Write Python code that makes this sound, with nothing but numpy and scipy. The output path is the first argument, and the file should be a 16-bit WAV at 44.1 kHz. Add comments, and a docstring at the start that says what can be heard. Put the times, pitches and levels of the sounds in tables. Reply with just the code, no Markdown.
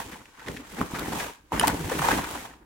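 """Nylon bag handled in a small room

A nylon bag is turned over and spread open close by: sliding weave, crinkles and flutter are coloured random slips.
Handfuls crumple as short band-passed bursts of slips; folds pop and panels flap as heavily damped swings.
Rubbed cloth and the bag's hollow sound as narrow gliding bands; a plastic buckle clicks as a noise tick plus modes.
The hands rest briefly between moves. A short diffuse room tail and a quiet, bass-heavy background lie beneath."""
import sys
import numpy as np
from scipy import signal
from scipy.fft import rfft, irfft, next_fast_len
from scipy.io import wavfile
from scipy.ndimage import uniform_filter1d, map_coordinates

SR = 44100
rng = np.random.default_rng(int(sys.argv[2]) if len(sys.argv) > 2 else 0)


def to_wav(sig):
    """Store sig (one row per channel, or 1-D mono) as 16-bit WAV at the path in sys.argv[1].

    Samples outside -1..1 are clipped; the rate is SR.
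    """
    pcm = np.clip(np.atleast_2d(sig), -1, 1) * 32767
    pcm = np.round(pcm).astype(np.int16)
    wavfile.write(sys.argv[1], SR, pcm.T)  # frames by channels


N = 116865  # samples

OPPOSITE = np.array([[1], [-1]])  # left, right


def amp(db):
    """Decibels to gain."""
    return 10 ** (np.asarray(db) / 20)


def unit(x):
    """Scale to rms 1."""
    return x / np.sqrt(np.mean(x ** 2) + 1e-20)


def along(points, hz):
    """Read (f/Hz, value) points on a log frequency axis."""
    f, v = np.transpose(points)
    return np.interp(np.log(hz + 1), np.log(f + 1), v)


def wobble(knots_per_s):
    """Smooth random curve through normally distributed knots."""
    knots = rng.standard_normal(N // 20)
    return map_coordinates(knots, [np.arange(N) * knots_per_s / SR], mode="wrap")


def filtered(x, response):
    """Multiply the spectrum of x by a response of frequency."""
    m = next_fast_len(N + SR // 2)
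    hz = np.fft.rfftfreq(m, 1 / SR)
    return irfft(rfft(x, m) * response(hz), m)[..., :N]


def add(track, start_s, sound):
    """Mix a sound into a track."""
    part = track[..., max(round(start_s * SR), 0):][..., :sound.shape[-1]]
    part += sound[..., :part.shape[-1]]


# left-right likeness: f/Hz, correlation
ALIKE = [(250, 0.96), (600, 0.55), (2500, 0.076), (6000, 0.041)]


def spread(pair, spectrum):
    """Colour two unrelated signals into stereo of rms 1: bass alike, treble wide."""
    def response(hz):
        turn = np.arccos(np.clip(along(ALIKE, hz), -1, 1)) / 2
        return amp(along(spectrum, hz)) * [np.cos(turn), np.sin(turn)]

    mid, side = filtered(pair, response)
    return unit(np.array([mid + side, mid - side]))


def slips(rate_hz, scatter_db, smooth_db):
    """Slips: uneven impulses at shared random instants, split over two streams, plus smooth rubbing noise."""
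    size = amp(scatter_db * (2 * rng.random(N) - 1))
    struck = rng.random(N) < rate_hz / SR
    split = np.cos(2 * np.pi * (rng.random(N) + np.array([[0], [1 / 4]])))
    return unit(struck * size * split) + amp(smooth_db) * rng.standard_normal((2, N))


def shifting(x, shift_db=3):
    """Short-lived resonances of cloth changing shape: random gain per time-frequency patch."""
    z = signal.stft(x, nperseg=512)[2]
    field = rng.standard_normal(z.shape[1:])
    for axis in (0, 1):
        field = uniform_filter1d(field, size=4, axis=axis)
    return signal.istft(z * amp(shift_db * unit(field)), nperseg=512)[1][:, :N]


def pop(t, hz, rise_cycles, width_rad):
    """Heavily damped swing of cloth, slightly out of step between channels."""
    u = t * hz / rise_cycles
    swell = (u * np.exp(1 - u)) ** 2
    phase = 2 * np.pi * rng.random() + width_rad * rng.choice([-1, 1]) * OPPOSITE / 2
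    return swell * np.sin(2 * np.pi * hz * t + phase)


# cloth levels before wobble: t/s, sliding hiss level/dB, crinkle level/dB, panel flutter level/dB
HANDLING = [(0,-39,-33.5,-45), (.05,-48.5,-54,-45.5), (.129,-49,-44,-44), (.22,-58,-57,-56),
            (.33,-63,-60,-68), (0.445,-56.5,-50.5,-59), (0.486,-48,-43,-35), (.55,-48,-54,-42.5),
            (.635,-56.5,-52,-51), (.72,-49,-50,-48.5), (.799,-44.5,-34.5,-34.5), (0.894,-48.5,-50,-49),
            (.954,-41.5,-36,-38), (1.02,-43,-37.5,-35.5), (1.099,-42,-45.5,-39), (1.131,-39,-38.5,-30),
            (1.203,-35.5,-32.5,-43.5), (1.285,-44.5,-39.5,-41), (1.34,-53.5,-60,-70),
            (1.42,-70.5,-74.5,-63.5), (1.502,-69.5,-67.5,-67), (1.53,-42.5,-32.5,-33.5),
            (1.645,-37,-32.5,-28), (1.69,-36,-31.5,-36.5), (1.75,-41.5,-41,-31.5), (1.87,-41,-39,-38),
            (1.98,-36.5,-34,-34.5), (2.09,-31.5,-24,-26.5), (2.17,-32,-28.5,-30.5), (2.218,-42,-39,-40),
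            (2.34,-40.5,-38.5,-43), (2.449,-46,-43,-47.5), (2.57,-65.5,-60,-59), (2.65,-80,-63,-60.5)]
# sliding weave spectrum: f/Hz, relative level/dB
WEAVE = [(900, -28), (2200, 3.5), (3300, 1.5), (4700, -2.5), (7000, -0.5), (14000, -6), (16000, -8)]
# small-crease spectrum before normalising: f/Hz, relative level/dB
CRINKLE = [(200, -15), (420, -5), (620, -4.5), (920, 3.5), (1350, -3.5), (1800, -3), (4200, -24.5),
           (9000, -51)]
# panel flutter spectrum: f/Hz, relative level/dB
FLUTTER = [(20, -29), (60, 4.5), (90, -5), (150, 1.5), (300, 3.5), (480, -5.5), (800, -12.5), (2000, -74.5)]
DULL_ABOVE_HZ, BRIGHT_FROM_DB, BRIGHT_RANGE_DB = 8700, -54.5, 5


def cloth():
    """Thread slips and creases share the small jerks of the hands; panels flutter more slowly."""
    knot_s, *columns = np.transpose(HANDLING)
    hiss_db, crinkle_db, flutter_db = [np.interp(np.arange(N) / SR, knot_s, c) for c in columns]
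    jerks = wobble(knots_per_s=110)
    threads = spread(slips(rate_hz=600, scatter_db=15.5, smooth_db=6.5), WEAVE)
    hiss = amp(hiss_db + 1.08 * jerks) * threads
    creases = spread(shifting(slips(rate_hz=520, scatter_db=3, smooth_db=-1)), CRINKLE)
    crinkle = amp(crinkle_db + 2.6 * jerks) * creases
    sway_db = 3.5 * wobble(knots_per_s=35.07)
    panels = spread(slips(rate_hz=200, scatter_db=5.5, smooth_db=4.0), FLUTTER)
    flutter = amp(flutter_db + sway_db) * panels
    # barely moving cloth: hiss tilts towards x1.5 below the corner, x0.5 at the top
    dull = filtered(hiss, lambda hz: 1 / (1 + (hz / DULL_ABOVE_HZ) ** 4))
    bright = 1 / (1 + np.exp((BRIGHT_FROM_DB - hiss_db) / BRIGHT_RANGE_DB))
    tilted_hiss = (.5 + .5 * bright) * hiss + (1 - bright) * dull
    return tilted_hiss + crinkle + flutter


# crumpling handfuls: t/s, length/s, level before envelope/dB, centre f/Hz
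CRUMPLES = [(0.117,0.044,-39,1700), (0.255,0.0074,-42,2300), (0.394,0.03,-43,1590), (0.461,0.039,-39,1760),
            (0.482,0.0068,-25.5,1820), (0.563,.025,-37,1880), (0.787,.012,-37,1300),
            (0.947,0.041,-32.5,1510), (0.986,0.03,-33.5,1500), (1.119,0.052,-30.5,890),
            (1.196,0.033,-30,1660), (1.61,0.01,-17,1260), (1.63,0.012,-22,1700), (1.641,0.019,-21.5,960),
            (1.674,0.019,-19.5,810), (1.893,0.017,-31,1400), (1.916,0.026,-23,460), (2.02,.016,-18.5,730),
            (2.084,.016,-16.5,795), (2.108,0.021,-23.5,1180), (2.123,0.05,-30.5,1880),
            (2.239,0.01,-27.5,1380)]
CRUMPLE_ATTACK_S, CRUMPLE_HALF_WIDTH_OCTAVES = 0.0016, 0.26


def crumples():
    """Many creases give way at once: a dying burst of slips, coloured by the patch of cloth."""
    out = np.zeros((2, N))
    creases = slips(rate_hz=1800, scatter_db=4, smooth_db=-7)
    for start_s, length_s, db, hz in CRUMPLES:
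        t = np.arange(int(length_s * SR)) / SR
        band_hz = hz * 2 ** (CRUMPLE_HALF_WIDTH_OCTAVES * np.array([-1, 1]))
        patch = signal.butter(1, band_hz, "bandpass", fs=SR)
        mid, side = signal.lfilter(*patch, creases[:, round(start_s * SR):][:, :len(t)])
        burst = unit(unit(mid) + unit(side) * OPPOSITE / 2)
        envelope = (1 - np.exp(-t / CRUMPLE_ATTACK_S)) * (1 - t / length_s)
        add(out, start_s, amp(db) * envelope * burst)
    return out


# folds popping through: t/s, swing envelope peak level/dB, f/Hz
FOLDS = [(0.8139,-12,1140), (1.5201,-15.5,884), (1.8435,-33,796), (1.9928,-16.5,1120), (2.019,-14.5,1120),
         (2.045,-29,965), (2.086,-9.5,1016), (2.1872,-19,805)]
FOLD_RISE_CYCLES, CRACK_DB_RE_SWING, CRACK_T60_S = 1.04, -23, 0.021


def folds():
    """A fold pops through: a damped swing with a faint noise crack."""
    out, t = np.zeros((2, N)), np.arange(SR // 50) / SR
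    for start_s, db, hz in FOLDS:
        crack = amp(CRACK_DB_RE_SWING - 60 * t / CRACK_T60_S) * rng.standard_normal((2, len(t)))
        swing = pop(t, hz, FOLD_RISE_CYCLES, width_rad=0.83)
        add(out, start_s, amp(db) * (swing + crack))
    return out


# loose panels flapping: t/s, envelope peak level/dB, f/Hz
FLAPS = [(0.058,-39,84), (0.498,-26.5,238), (.784,-29.5,284), (.812,-17,234), (0.824,-25.5,169),
         (.935,-21,220), (0.95,-27,296), (1.678,-20.5,327), (1.698,-20,171), (1.845,-27,85)]


def flaps():
    """A loose panel pushes the air with a soft, heavily damped thump."""
    out, t = np.zeros((2, N)), np.arange(SR // 16) / SR
    for start_s, db, hz in FLAPS:
        add(out, start_s, amp(db) * pop(t, hz, rise_cycles=0.53, width_rad=0.29))
    return out


# rubs and bag resonances: t/s, length/s, level before envelope/dB, first f/Hz, last f/Hz
RUBS_AND_RESONANCES = [(0.568,0.046,-41,340,285), (1.622,0.041,-20,694.3,1026),
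                       (1.73,0.166,-34,165.1,139.8), (1.922,0.12,-32,126.7,162)]
PITCH_SPREAD, OVERTONE_DB = .08, -15  # fraction of pitch; octave re fundamental


def rubs_and_resonances():
    """A narrow, rough band glides as the cloth tightens or the hollow changes."""
    out = np.zeros((2, N))
    for start_s, length_s, db, first_hz, last_hz in RUBS_AND_RESONANCES:
        hz = np.geomspace(first_hz, last_hz, int(length_s * SR))
        knots_per_s = PITCH_SPREAD * np.pi * hz.mean()
        drift, side, roughness = [wobble(knots_per_s)[:len(hz)] for _ in range(3)]
        phase = 2 * np.pi * np.cumsum(hz * (1 + PITCH_SPREAD * drift)) / SR
        apart = np.sqrt(np.abs(1 - along(ALIKE, hz))) * side * OPPOSITE / 2
        tone = np.sin(phase + apart) + amp(OVERTONE_DB) * np.sin(2 * (phase + apart))
        band = unit((1 + 0.6 * roughness) * tone)
        envelope = np.sin(np.linspace(0, np.pi, len(hz)))
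        add(out, start_s, amp(db) * envelope * band)
    return out


# buckle and strap contacts: t/s, tick level before channel offset/dB, ring level re mode table/dB
CLICKS = [(0.994,-23,-56), (1.5963,-16,-13), (1.672,-14.5,-29.5), (1.6796,-9.5,-21)]
# buckle modes: f/Hz, relative level/dB, t60/s
BUCKLE = [(1750,-2,0.013), (3007,1.5,0.021), (5040,-12,0.018), (8300,-13,0.018), (9680,2,0.012),
          (11100,-8,0.019)]
# tick spectrum: f/Hz, relative level/dB
TICK = [(500, -25), (2000, 3.5), (4000, 3.5), (16000, -0.5)]


def buckle():
    """Hard plastic contacts: a dry noise tick and very short decaying modes."""
    rings, ticks, t = np.zeros((2, N)), np.zeros(N), np.arange(SR // 16) / SR
    contact = 1 - np.exp(-t / 0.0003)
    for start_s, tick_db, ring_db in CLICKS:
        ring = np.zeros((2, len(t)))
        for hz, db, t60_s in BUCKLE:
            phase = rng.uniform(-1.2, 0.49, (2, 1))
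            ring += amp(db - 60 * t / t60_s) * np.sin(2 * np.pi * hz * t + phase)
        add(rings, start_s, amp(ring_db) * ring * contact)
        add(ticks, start_s, amp(tick_db - 60 * t / 0.011) * contact)
    noise = spread(rng.standard_normal((2, N)), TICK)
    return rings + ticks * noise * amp(OPPOSITE * 1.8)  # left louder


# room decay: f/Hz, t60/s
ROOM = [(400, 0.31), (1500, 0.46), (5000, 0.11)]
ROOM_DB, ROOM_CLICK_SEND_DB = -13.5, 2.0


def room(x):
    """Short diffuse tail of decaying noise, nearly mono in the bass."""
    hz, t, z = signal.stft(rng.standard_normal((2, SR // 2)), SR, nperseg=256)
    decay = amp(-60 * t / along(ROOM, hz)[:, None])
    z = z * decay * (1 - np.exp(-t / 0.0005))
    mid, side = z[0], z[1] * (hz / np.hypot(hz, 550))[:, None]
    tail = signal.istft(np.array([mid + side, mid - side]), SR, nperseg=256)[1]
    return signal.fftconvolve(x, tail / np.linalg.norm(tail[0]), axes=1)[:, :N]


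# background spectrum before normalising: f/Hz, relative level/dB
AMBIENT = [(20, -19), (58, -1.5), (110, -25), (1000, -37), (16000, -41.5)]
AMBIENT_DB = -62.5


def background():
    """Steady, quiet, bass-heavy noise."""
    return amp(AMBIENT_DB) * spread(rng.standard_normal((2, N)), AMBIENT)


def scene():
    """Sum the bag, its buckle, the room's answer and the background."""
    bag = cloth() + crumples() + folds() + flaps() + rubs_and_resonances()
    clicks = buckle()
    reverb = amp(ROOM_DB) * room(bag + amp(ROOM_CLICK_SEND_DB) * clicks)
    return bag + clicks + reverb + background()


TOP_HZ = 16100


def record(dry):
    """Remove everything from the band limit up."""
    return filtered(dry, lambda hz: hz < TOP_HZ)


dry = scene()
out = record(dry)
to_wav(out)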